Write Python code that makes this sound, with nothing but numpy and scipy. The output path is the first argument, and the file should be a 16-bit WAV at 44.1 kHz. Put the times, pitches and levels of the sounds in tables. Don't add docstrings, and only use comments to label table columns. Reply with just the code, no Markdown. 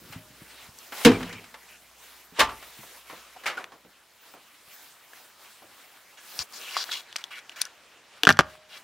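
import sys
import numpy as np
from scipy import signal
from scipy.fft import rfft, irfft, next_fast_len
from scipy.io import wavfile
from scipy.ndimage import uniform_filter1d

SR = 44100
rng = np.random.default_rng(int(sys.argv[2]) if len(sys.argv) > 2 else 0)


def transcribe(u):
    v = np.clip(np.atleast_2d(u).T, -1, 1)
    q = np.round(v * 32767).astype(np.int16)
    wavfile.write(sys.argv[1], SR, q)


def decibels_to_gain(level_db):
    exponent = np.asarray(level_db, float) / 20
    return 10 ** exponent


N = 389403


def rms_one(x):
    return x / np.sqrt(np.mean(x ** 2) + 1e-20)


def in_time(rows):
    s, *columns = np.transpose(rows)
    return [np.interp(np.arange(N) / SR, s, column) for column in columns]


def at_hz(points, hz):
    f, v = np.transpose(points)
    return np.interp(np.log(hz), np.log(f), v, left=v[0] - 20, right=v[-1] - 20)


def drift(rate_hz):
    r = np.exp(-2 * np.pi * rate_hz * 40 / SR)
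    noise = rng.standard_normal(N // 40 + 2002)
    slow = signal.lfilter([1], [1, -2 * r, r * r], noise)[2000:]
    return np.interp(np.arange(N) / 40, np.arange(len(slow)), rms_one(slow))


def ring(push, hz, t60):
    r, w = decibels_to_gain(-60 / (t60 * SR)), 2 * np.pi * hz / SR
    return signal.lfilter([0, np.sin(w)], [1, -2 * r * np.cos(w), r * r], push + 1e-18)


def click_train(rows):
    clicks = np.zeros(N)
    for s, level_db in rows:
        clicks[round(s * SR)] = decibels_to_gain(level_db)
    return clicks


def band(x, low, high):
    return signal.sosfilt(signal.butter(2, [low, high], "band", fs=SR, output="sos"), x)


def panned(x, pan_db):
    return x * decibels_to_gain(np.array([pan_db / 2, -pan_db / 2]))


def leftward(hz):
    return 2.5 * np.maximum(np.log2(hz / 1900), 0)


def strokes(rows, attack, release):
    for s, length, swell_db, first, second in rows:
        start = round(s * SR)
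        t = np.arange(round((length + release) * SR))[:N - start] / SR
        shape = np.clip(np.minimum(t / attack, (length + release - t) / release), 0, 1)
        swell = decibels_to_gain(swell_db * (t / length - .5))
        yield slice(start, start + len(t)), shape * swell, first, second


BAND_EDGES_HZ = np.geomspace(40, 16500, 23)
# pitch_hz, likeness [0 to 1]
STEREO_LIKENESS = [(60, 1), (500, 0.94), (2000, 0.96), (5000, 0.73), (15000, 0.42)]


def noise_bank(grit_db):
    white = rng.standard_normal((2, 2, N)) * decibels_to_gain(grit_db * rng.standard_normal(N))
    likeness_hz, likeness = np.transpose(STEREO_LIKENESS)
    bands = []
    for k, (low, high) in enumerate(zip(BAND_EDGES_HZ, BAND_EDGES_HZ[1:])):
        mid, side = band(white[k % 2], low, high)
        hz = np.sqrt(low * high)
        alike = np.clip(np.interp(np.log(hz), np.log(likeness_hz), likeness), 0, 1)
        bands.append((hz, np.sqrt(1 + alike) * mid + np.sqrt(1 - alike) * side * [[1], [-1]]))
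    return bands


def coloured(bands, spectrum, patchy_db, favoured_hz=1000, focus_db=0):
    parts = [decibels_to_gain(at_hz(spectrum, hz) + patchy_db * drift(11)) * pair for hz, pair in bands]
    focused = 0
    for (hz, _), part in zip(bands, parts):
        octaves = np.minimum(np.abs(np.log2(hz / favoured_hz)), 1)
        focused = focused + decibels_to_gain(-focus_db * octaves) * part
    return focused / np.std(sum(parts))


# start_s, hum level_db, murmur level_db
HOUSE_LEVELS = [(0, -75, -56), (.35, -71, -67), (.9, -78, -71), (1.9, -73.5, -74), (3.3, -74.5, -78),
                (4.4, -89, -78.5), (8.83, -88, -74.5)]


def house():
    hum_db, murmur_db = in_time(HOUSE_LEVELS)
    hum = np.sqrt(2) * np.sin(2 * np.pi * 59.5 * np.arange(N) / SR) * decibels_to_gain(1.5 * drift(3))
    murmur = rms_one(band(rng.standard_normal(N), 62, 350)) * decibels_to_gain(drift(27))
    return decibels_to_gain(hum_db) * hum + decibels_to_gain(murmur_db) * murmur


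# start_s, cloth rustle level_db, airy swish level_db
STILL_LEVELS = [(0, -57.5, -59), (2, -59.5, -62), (3.7, -61, -69), (4.15, -61.5, -66.5), (4.6, -59, -62),
                (6.1, -58.5, -62), (7.05, -54, -69), (8.83, -59.5, -75)]
# start_s, length_s, swell_db from start to end,
# cloth rustle level_db, airy swish level_db
CLOTHES_MOVES = [(0, 0.13, 5, -59.5, -59), (.3, 0.33, 14.5, -57.5, -63.5), (.72, 0.17, -1, -56.5, -55),
                 (.905, 0.14, 0.5, -40, -43), (1.06, 0.42, -22, -46.5, -62), (1.46, 0.28, 2.5, -60, -79),
                 (1.66, 0.1, -14.5, -57.5, -59), (1.96, 0.25, -5.5, -55.5, -58),
                 (2.315, 0.062, 14.5, -47, -66), (2.44, 0.54, 1.5, -53.5, -55.5),
                 (3.03, 0.31, -13, -52.5, -58.5), (3.3, 0.3, -2, -56, -63), (4.19, 0.29, -16.5, -60, -66.5),
                 (4.64, 0.25, -3.5, -59, -55.5), (5.09, 0.17, -7, -56, -58), (5.36, 0.18, -10, -57, -59.5),
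                 (5.59, 0.21, 13, -61.5, -69.5), (5.9, 0.044, -5, -51, -68), (6.17, 0.21, 14, -54.5, -52),
                 (6.48, 0.49, -1.5, -51, -52), (8.1, 0.077, -9, -49, -77), (8.42, 0.079, 8.5, -59.5, -69),
                 (8.68, 0.12, -6.5, -51.5, -60)]


def effort():
    power = decibels_to_gain(in_time(STILL_LEVELS)) ** 2
    for span, gain, rustle_db, swish_db in strokes(CLOTHES_MOVES, attack=0.08, release=0.086):
        power[:, span] += (gain * decibels_to_gain([[rustle_db], [swish_db]])) ** 2
    return np.sqrt(power)


# pitch_hz, density_db [dB per Hz]
RUSTLE_SPECTRUM = [(88, -45), (150, -20), (255, -7.5), (398, -3.5), (804, 0.5), (1370, 1), (2620, -0.5),
                   (4540, -7), (9000, -17.5), (11700, -30), (19800, -120)]
# pitch_hz, density_db [dB per Hz]
SWISH_SPECTRUM = [(2350, -36.5), (4000, -12), (4120, -11.5), (4930, -14), (15100, -8), (16000, -3)]


def clothes(bands):
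    rustle, swish = effort()
    rustling = rustle * coloured(bands, RUSTLE_SPECTRUM, patchy_db=2.0)
    return rustling + swish * coloured(bands, SWISH_SPECTRUM, patchy_db=1.95)


# start_s, peak level_db, pitch_hz, t60_s
SOFT_THUDS = [(.048, -50, 170, 0.095), (0.097, -43.5, 172, 0.11), (.3, -49, 189, 0.17),
              (0.156, -33, 176, 0.14), (0.414, -41, 208, 0.058), (.683, -44.5, 134, 0.055),
              (2.32, -47, 261, 0.18), (2.4, -29, 336, 0.15), (2.411, -36.5, 69, 0.49),
              (2.786, -44, 205, 0.15), (4.672, -59.5, 168, 0.056), (6.388, -44, 87, 0.09),
              (8.234, -23.5, 463, 0.11), (8.269, -29, 204, 0.08), (8.306, -26.5, 152, 0.26),
              (8.392, -12.5, 594, 0.05), (8.397, -39, 104, 0.31), (8.764, -55, 400, 0.028)]
# start_s, level_db, favoured pitch_hz, loss_db to the first rebound
HARD_BLOWS = [(8.2702, 5.5, 1537, 6.5), (8.2905, 3, 1696, 9), (8.303, -3, 1570, 2.5),
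              (8.3903, 5.5, 1392, 10)]


def thuds():
    rows = SOFT_THUDS + [(s, level_db - 19, 267, 0.05) for s, level_db, _, _ in HARD_BLOWS]
    out = np.zeros((2, N))
    mode_ratios = rng.uniform(.93, 1.07, (len(rows), 3)) * [.65, 1, 1.6]
    pans_db = 1.2 * rng.standard_normal((len(rows), 1))
    for (s, level_db, hz, t60), ratios, pan_db in zip(rows, mode_ratios, pans_db):
        push = np.zeros(SR // 2)
        contact = round(.6 * SR / hz)
        push[:contact] = np.hanning(contact)
        thud = sum((-1) ** k * ring(push, ratio * hz, t60) for k, ratio in enumerate(ratios))
        thud = decibels_to_gain(level_db) * thud / np.abs(thud).max()
        part = out[:, round(s * SR):][:, :len(thud)]
        part += panned(thud, pan_db)[:, :part.shape[1]]
    return out


# start_s, level_db, centre pitch_hz, t60_s at the centre
DOOR_KNOCKS = [(0.123, -31, 1980, 0.19), (0.921, -25.5, 1360, 0.16), (1.048, -2, 2930, 0.12),
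               (1.058, -12.5, 1150, 0.31), (1.115, -24, 1506, 0.12), (1.204, -30, 1400, 0.13),
               (1.228, -28, 2340, 0.053), (1.44, -38.5, 2300, 0.069), (1.293, -33, 2010, 0.06),
               (1.326, -29.5, 2380, 0.099), (1.541, -31.5, 1600, 0.11), (2.387, -16.5, 696, 0.22),
               (2.392, -8, 2750, 0.2), (2.402, -6.5, 1600, 0.1), (2.489, -30.5, 1180, 0.31),
               (2.625, -34.5, 2160, 0.1), (2.831, -37.5, 890, 0.11), (3.097, -30.5, 1180, 0.31),
               (3.127, -40, 523, 0.18), (3.36, -40.5, 1120, 0.26), (3.435, -32, 1520, 0.49),
               (3.457, -22, 1570, 0.13), (3.463, -17, 2130, 0.24), (3.495, -42, 1420, 0.1),
               (3.571, -28, 1270, 0.31), (3.719, -37.5, 1040, 0.19), (3.848, -42.5, 428, 0.15),
               (4.336, -37.5, 774, 0.26), (5.619, -39.5, 618, 0.23)]


def knocks(bands):
    out, t = np.zeros((2, N)), np.arange(SR // 3) / SR
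    for s, level_db, centre_hz, t60 in DOOR_KNOCKS:
        slope_db = 5.5 + 0.01 * level_db
        at = round(s * SR)
        n, burst = min(len(t), N - at), 0
        for hz, pair in bands:
            octaves = np.log2(hz / centre_hz)
            colour = decibels_to_gain(-slope_db * np.abs(octaves) - 1.33 * min(octaves, 0) ** 2) / np.sqrt(hz)
            decay = decibels_to_gain(-60 * t[:n] / (t60 * (hz / centre_hz) ** -.3))
            burst = burst + colour * decay * pair[:, at:at + n]
        burst = burst / np.std(burst[:, :SR // 60]) * np.minimum(t[:n] / .002, 1)
        out[:, at:at + n] += decibels_to_gain(level_db - 12) * burst
    return out


# start_s, level_db
METAL_PINGS = [(.19, -56.5), (8.39, -44.5)]


def ping():
    return ring(click_train(METAL_PINGS), 620, t60=0.92) * decibels_to_gain(1.5 * drift(16))


# start_s, level_db, favoured pitch_hz
CASING_TICKS = [(.7875, -31.5, 7700), (3.642, -26, 2400), (5.1335, -36, 1670), (6.3908, -14, 4900),
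                (6.5245, -36, 9100), (6.614, -33, 5800), (6.767, -13.5, 1180), (6.8405, -19, 3960),
                (6.891, -28, 1450), (6.895, -29, 1720), (7.127, -30.5, 3100), (7.159, -19, 2400),
                (7.163, -14, 4900), (7.184, -35, 4900), (7.24, -21, 3400), (7.357, -38, 3400),
                (7.389, -39, 3400), (7.495, -27, 2930), (7.613, -24, 5800), (7.616, -10.5, 4650),
                (7.617, -9, 9540), (7.653, -25, 6000), (8.234, -4.5, 2805), (8.2515, -12, 2860),
                (8.317, -23, 5800), (8.325, -18.5, 4900), (8.371, -24.5, 1870), (8.400, -20, 4900),
                (8.4075, -9.5, 1380), (8.553, -38.5, 1280)]
# pitch_hz, level_db, t60_s
CASING_MODES = [(720, 4.5, 0.013), (1162, 1.5, 0.0092), (1520, 4.5, 0.0067), (1770, 2, 0.0075),
                (2400, -7.5, 0.006), (2932, -3, 0.0091), (3400, -3, 0.0124), (4240, 5, 0.0027),
                (4900, -1, 0.0057), (5800, 1.5, 0.0081), (7750, 0, 0.0036), (9540, -5.5, 0.0041),
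                (11570, 1, 0.0026), (13500, -1.5, 0.0021)]


def casing():
    hits = CASING_TICKS + [(s + 0.005 * k, level_db - loss_db * k ** 2, hz)
                           for s, level_db, hz, loss_db in HARD_BLOWS for k in range(3)]
    out, n, mode_hz = np.zeros((2, N)), SR // 10, np.array(CASING_MODES)[:, 0]
    t, click = np.arange(n) / SR, np.eye(1, n)[0]
    rings = np.array([(-1) ** k * decibels_to_gain(level_db) * ring(click, hz, t60)
                      for k, (hz, level_db, t60) in enumerate(CASING_MODES)])
    shared_db = 1.2 * rng.standard_normal((len(hits), len(mode_hz)))
    side_db = rng.standard_normal((len(hits), 2, len(mode_hz))) * mode_hz / 2500
    noises = rng.standard_normal((len(hits), 2, n)) * decibels_to_gain(-60 * t / 0.045)
    for (s, level_db, favoured_hz), shared, sides, noise in zip(hits, shared_db, side_db, noises):
        near_db = -19 * np.abs(np.log2(mode_hz / favoured_hz)) ** 0.5
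        modes = decibels_to_gain(near_db + shared + sides) @ rings
        noise = noise[0] + 0.41 * noise
        crackle = band(noise, favoured_hz / 3, min(favoured_hz * 1.9, 6500))
        snap = signal.lfilter(*signal.butter(1, favoured_hz * 0.55, fs=SR), noise * decibels_to_gain(-60 * t / 0.0049))
        tick = modes / np.abs(modes).max()
        tick += decibels_to_gain(-14) * crackle / np.abs(crackle).max()
        tick += decibels_to_gain(-10) * snap / np.abs(snap).max()
        tick = signal.sosfilt(signal.butter(2, favoured_hz / 5, "high", fs=SR, output="sos"), tick)
        out[:, round(s * SR):][:, :n] += panned(decibels_to_gain(level_db) * tick, np.full(n, leftward(favoured_hz)))
    return out


# start_s, level_db
SLAM_BLOWS = [(1.0499, -12.5), (1.058, -11.5), (1.064, -10.5), (1.071, -14.5), (1.084, -17), (1.096, -16.5),
              (1.114, -24)]
# pitch_hz, level_db, t60_s
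DOOR_MODES = [(50, -19.5, 0.3), (103.7, -13.5, 0.37), (171, -12, 0.34), (213.8, -2.5, 0.11),
              (259, 6.5, 0.12), (325, -14.5, 0.25), (436, -2.5, 0.074), (480, -1, 0.12), (397, -15.5, 0.2),
              (660, -12, 0.062)]


def slam():
    blows, out = click_train(SLAM_BLOWS), np.zeros(N)
    shudders, span_s, shudder_t60 = 30, 0.42, 0.56
    after = (np.arange(shudders) + rng.random(shudders) + 2) * span_s / shudders
    shudder_at = ((SLAM_BLOWS[-1][0] + after) * SR).astype(int)
    luck = rng.standard_normal((shudders, len(DOOR_MODES)))
    for k, (hz, level_db, t60) in enumerate(DOOR_MODES):
        blows[shudder_at] = decibels_to_gain(-30.5 - 0.6 * level_db - 60 * after / shudder_t60) * luck[:, k]
        cushioned = signal.lfilter(*signal.butter(1, 900, fs=SR), blows)
        flutter_db = 2.2 * drift(14)
        out += (-1) ** k * decibels_to_gain(level_db + flutter_db) * ring(cushioned, hz, t60)
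    return out


# start_s, length_s, first pitch_hz, last pitch_hz, level_db, waver_hz
WAVERING_TONES = [(1.135, 0.04, 2370, 2370, -39, 60), (1.29, .04, 1900, 2450, -46, 230),
                  (1.33, .08, 2400, 2300, -48, 230), (1.68, .1, 2620, 2620, -56, 300),
                  (3.362, .014, 820, 820, -46, 110), (3.57, .02, 1450, 1450, -33, 80)]


def wavering_tones():
    out = np.zeros(N)
    for s, length, from_hz, to_hz, level_db, waver_hz in WAVERING_TONES:
        n = round(length * SR)
        hz = np.linspace(from_hz, to_hz, n) + waver_hz * drift(280)[:n]
        tone = np.sin(2 * np.pi * np.cumsum(hz) / SR) * decibels_to_gain(waver_hz / 80 * drift(200)[:n])
        out[round(s * SR):][:n] += decibels_to_gain(level_db) * np.hanning(n) ** 0.31 * rms_one(tone)
    return out


# start_s, length_s, first pitch_hz, last pitch_hz
HIGH_CHIRPS = [(2.193, .03, 12100, 13200), (2.225, .06, 12800, 11200), (2.497, .04, 11700, 15700),
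               (2.655, .035, 15800, 13400), (4.205, .045, 14800, 15900), (4.3, .065, 15800, 14300)]


def chirps():
    out = np.zeros(N)
    for s, length, from_hz, to_hz in HIGH_CHIRPS:
        n = round(length * SR)
        tone = np.sin(2 * np.pi * np.cumsum(np.linspace(from_hz, to_hz, n)) / SR)
        out[round(s * SR):][:n] += decibels_to_gain(-58.5) * np.hanning(n) ** .5 * tone
    return out


# start_s, level_db
BOLT_HITS = [(2.404, -9.5), (2.411, -5), (2.471, -21), (2.489, -20), (2.519, -22.5)]
# pitch_hz, level_db, t60_s
BOLT_MODES = [(882, -19.5, .24), (1050, -17, 0.09), (1125, -19, 0.09), (1185, -24, 0.3), (1320, -23, .1)]


def bolt():
    out = np.zeros(N)
    for hz, level_db, t60 in BOLT_MODES:
        hits = np.zeros(N)
        for s, hit_db in BOLT_HITS:
            strength = decibels_to_gain(level_db + hit_db + 1.2 * rng.standard_normal())
            hits[round(s * SR)] = strength * rng.choice([-1, 1])
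        out += ring(hits, hz, t60) * decibels_to_gain(2.2 * drift(7.7))
    return out


# pitch_hz, density_db [dB per Hz]
RUB_SPECTRUM = [(180, -60), (300, -27.5), (978, -13), (1580, -4), (2030, -11), (3240, -6.5), (6100, -8),
                (8360, -16), (16000, -25)]
# start_s, length_s, swell_db from start to end, level_db, favoured pitch_hz
FINGER_RUBS = [(6.17, 0.041, -6, -48.5, 2000), (6.39, 0.032, -2, -29.5, 4900), (6.53, 0.061, -2, -41, 5070),
               (6.6, 0.17, 11.5, -37, 3080), (6.765, 0.067, -3.5, -30.5, 3720), (6.85, 0.055, 0, -47, 4000),
               (6.912, 0.096, -18.5, -33, 3560), (7.18, 0.037, 1, -41, 2000),
               (7.305, 0.088, 2.5, -40.5, 2160), (7.515, 0.018, -10, -45, 2600),
               (7.558, 0.056, -2.5, -36.5, 2180), (7.62, 0.046, 15, -47, 1860),
               (8.69, 0.085, 11.5, -45, 3180)]


def rubbing(bands):
    pressure, favoured_hz = np.zeros(N), np.full(N, 3000.)
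    for span, gain, level_db, hz in strokes(FINGER_RUBS, attack=0.0043, release=0.013):
        pressure[span] += gain * decibels_to_gain(level_db)
        favoured_hz[span] = hz
    favoured_hz = uniform_filter1d(favoured_hz, size=400) * 2 ** (0.074 * drift(7.1))
    slipping = pressure * decibels_to_gain(1.24 * drift(40))
    friction = slipping * coloured(bands, RUB_SPECTRUM, 3.0, favoured_hz, focus_db=10)
    ringing = sum(decibels_to_gain(1.6 * drift(10)) * ring(friction, hz, 2.5 * t60) for hz, _, t60 in CASING_MODES[1:10])
    return panned(friction + decibels_to_gain(-36) * ringing, leftward(favoured_hz))


def hall(x):
    size = next_fast_len(N + SR)
    hz, spectrum, out = np.arange(size // 2 + 1) * SR / size, rfft(x, size), []
    t60 = 0.35 / (1 + hz / 8100)
    lags_s = rng.uniform(0.014, 0.05, 10)
    for side in (lags_s[:8], lags_s[2:]):
        loops = [decibels_to_gain(-60 * lag / t60) * np.exp(-2j * np.pi * hz * lag) for lag in side]
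        out.append(irfft(spectrum * sum(loop / (1 - loop) for loop in loops), size)[:N])
    return np.array(out)


def scene():
    smooth, gritty = noise_bank(grit_db=3.0), noise_bank(grit_db=5.0)
    moving = clothes(smooth)
    door = knocks(gritty) + slam() + bolt() + wavering_tones()
    contacts = casing() + ping() + thuds()
    echoes = hall(decibels_to_gain(-43) * door.mean(axis=0) + decibels_to_gain(-30.5) * contacts.mean(axis=0))
    return moving + rubbing(gritty) + house() + chirps() + door + contacts + echoes


def low_pass(x):
    return signal.sosfilt(signal.butter(12, 17000, fs=SR, output="sos"), x)


def record(dry):
    cut = signal.sosfilt(signal.cheby2(14, 22, 15950, fs=SR, output="sos"), dry)
    cut = signal.sosfilt(signal.butter(2, 42, "high", fs=SR, output="sos"), cut)
    mix = 1.145 * np.tanh(cut / 1.006)
    return low_pass(mix)


dry = scene()
out = record(dry)
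transcribe(out)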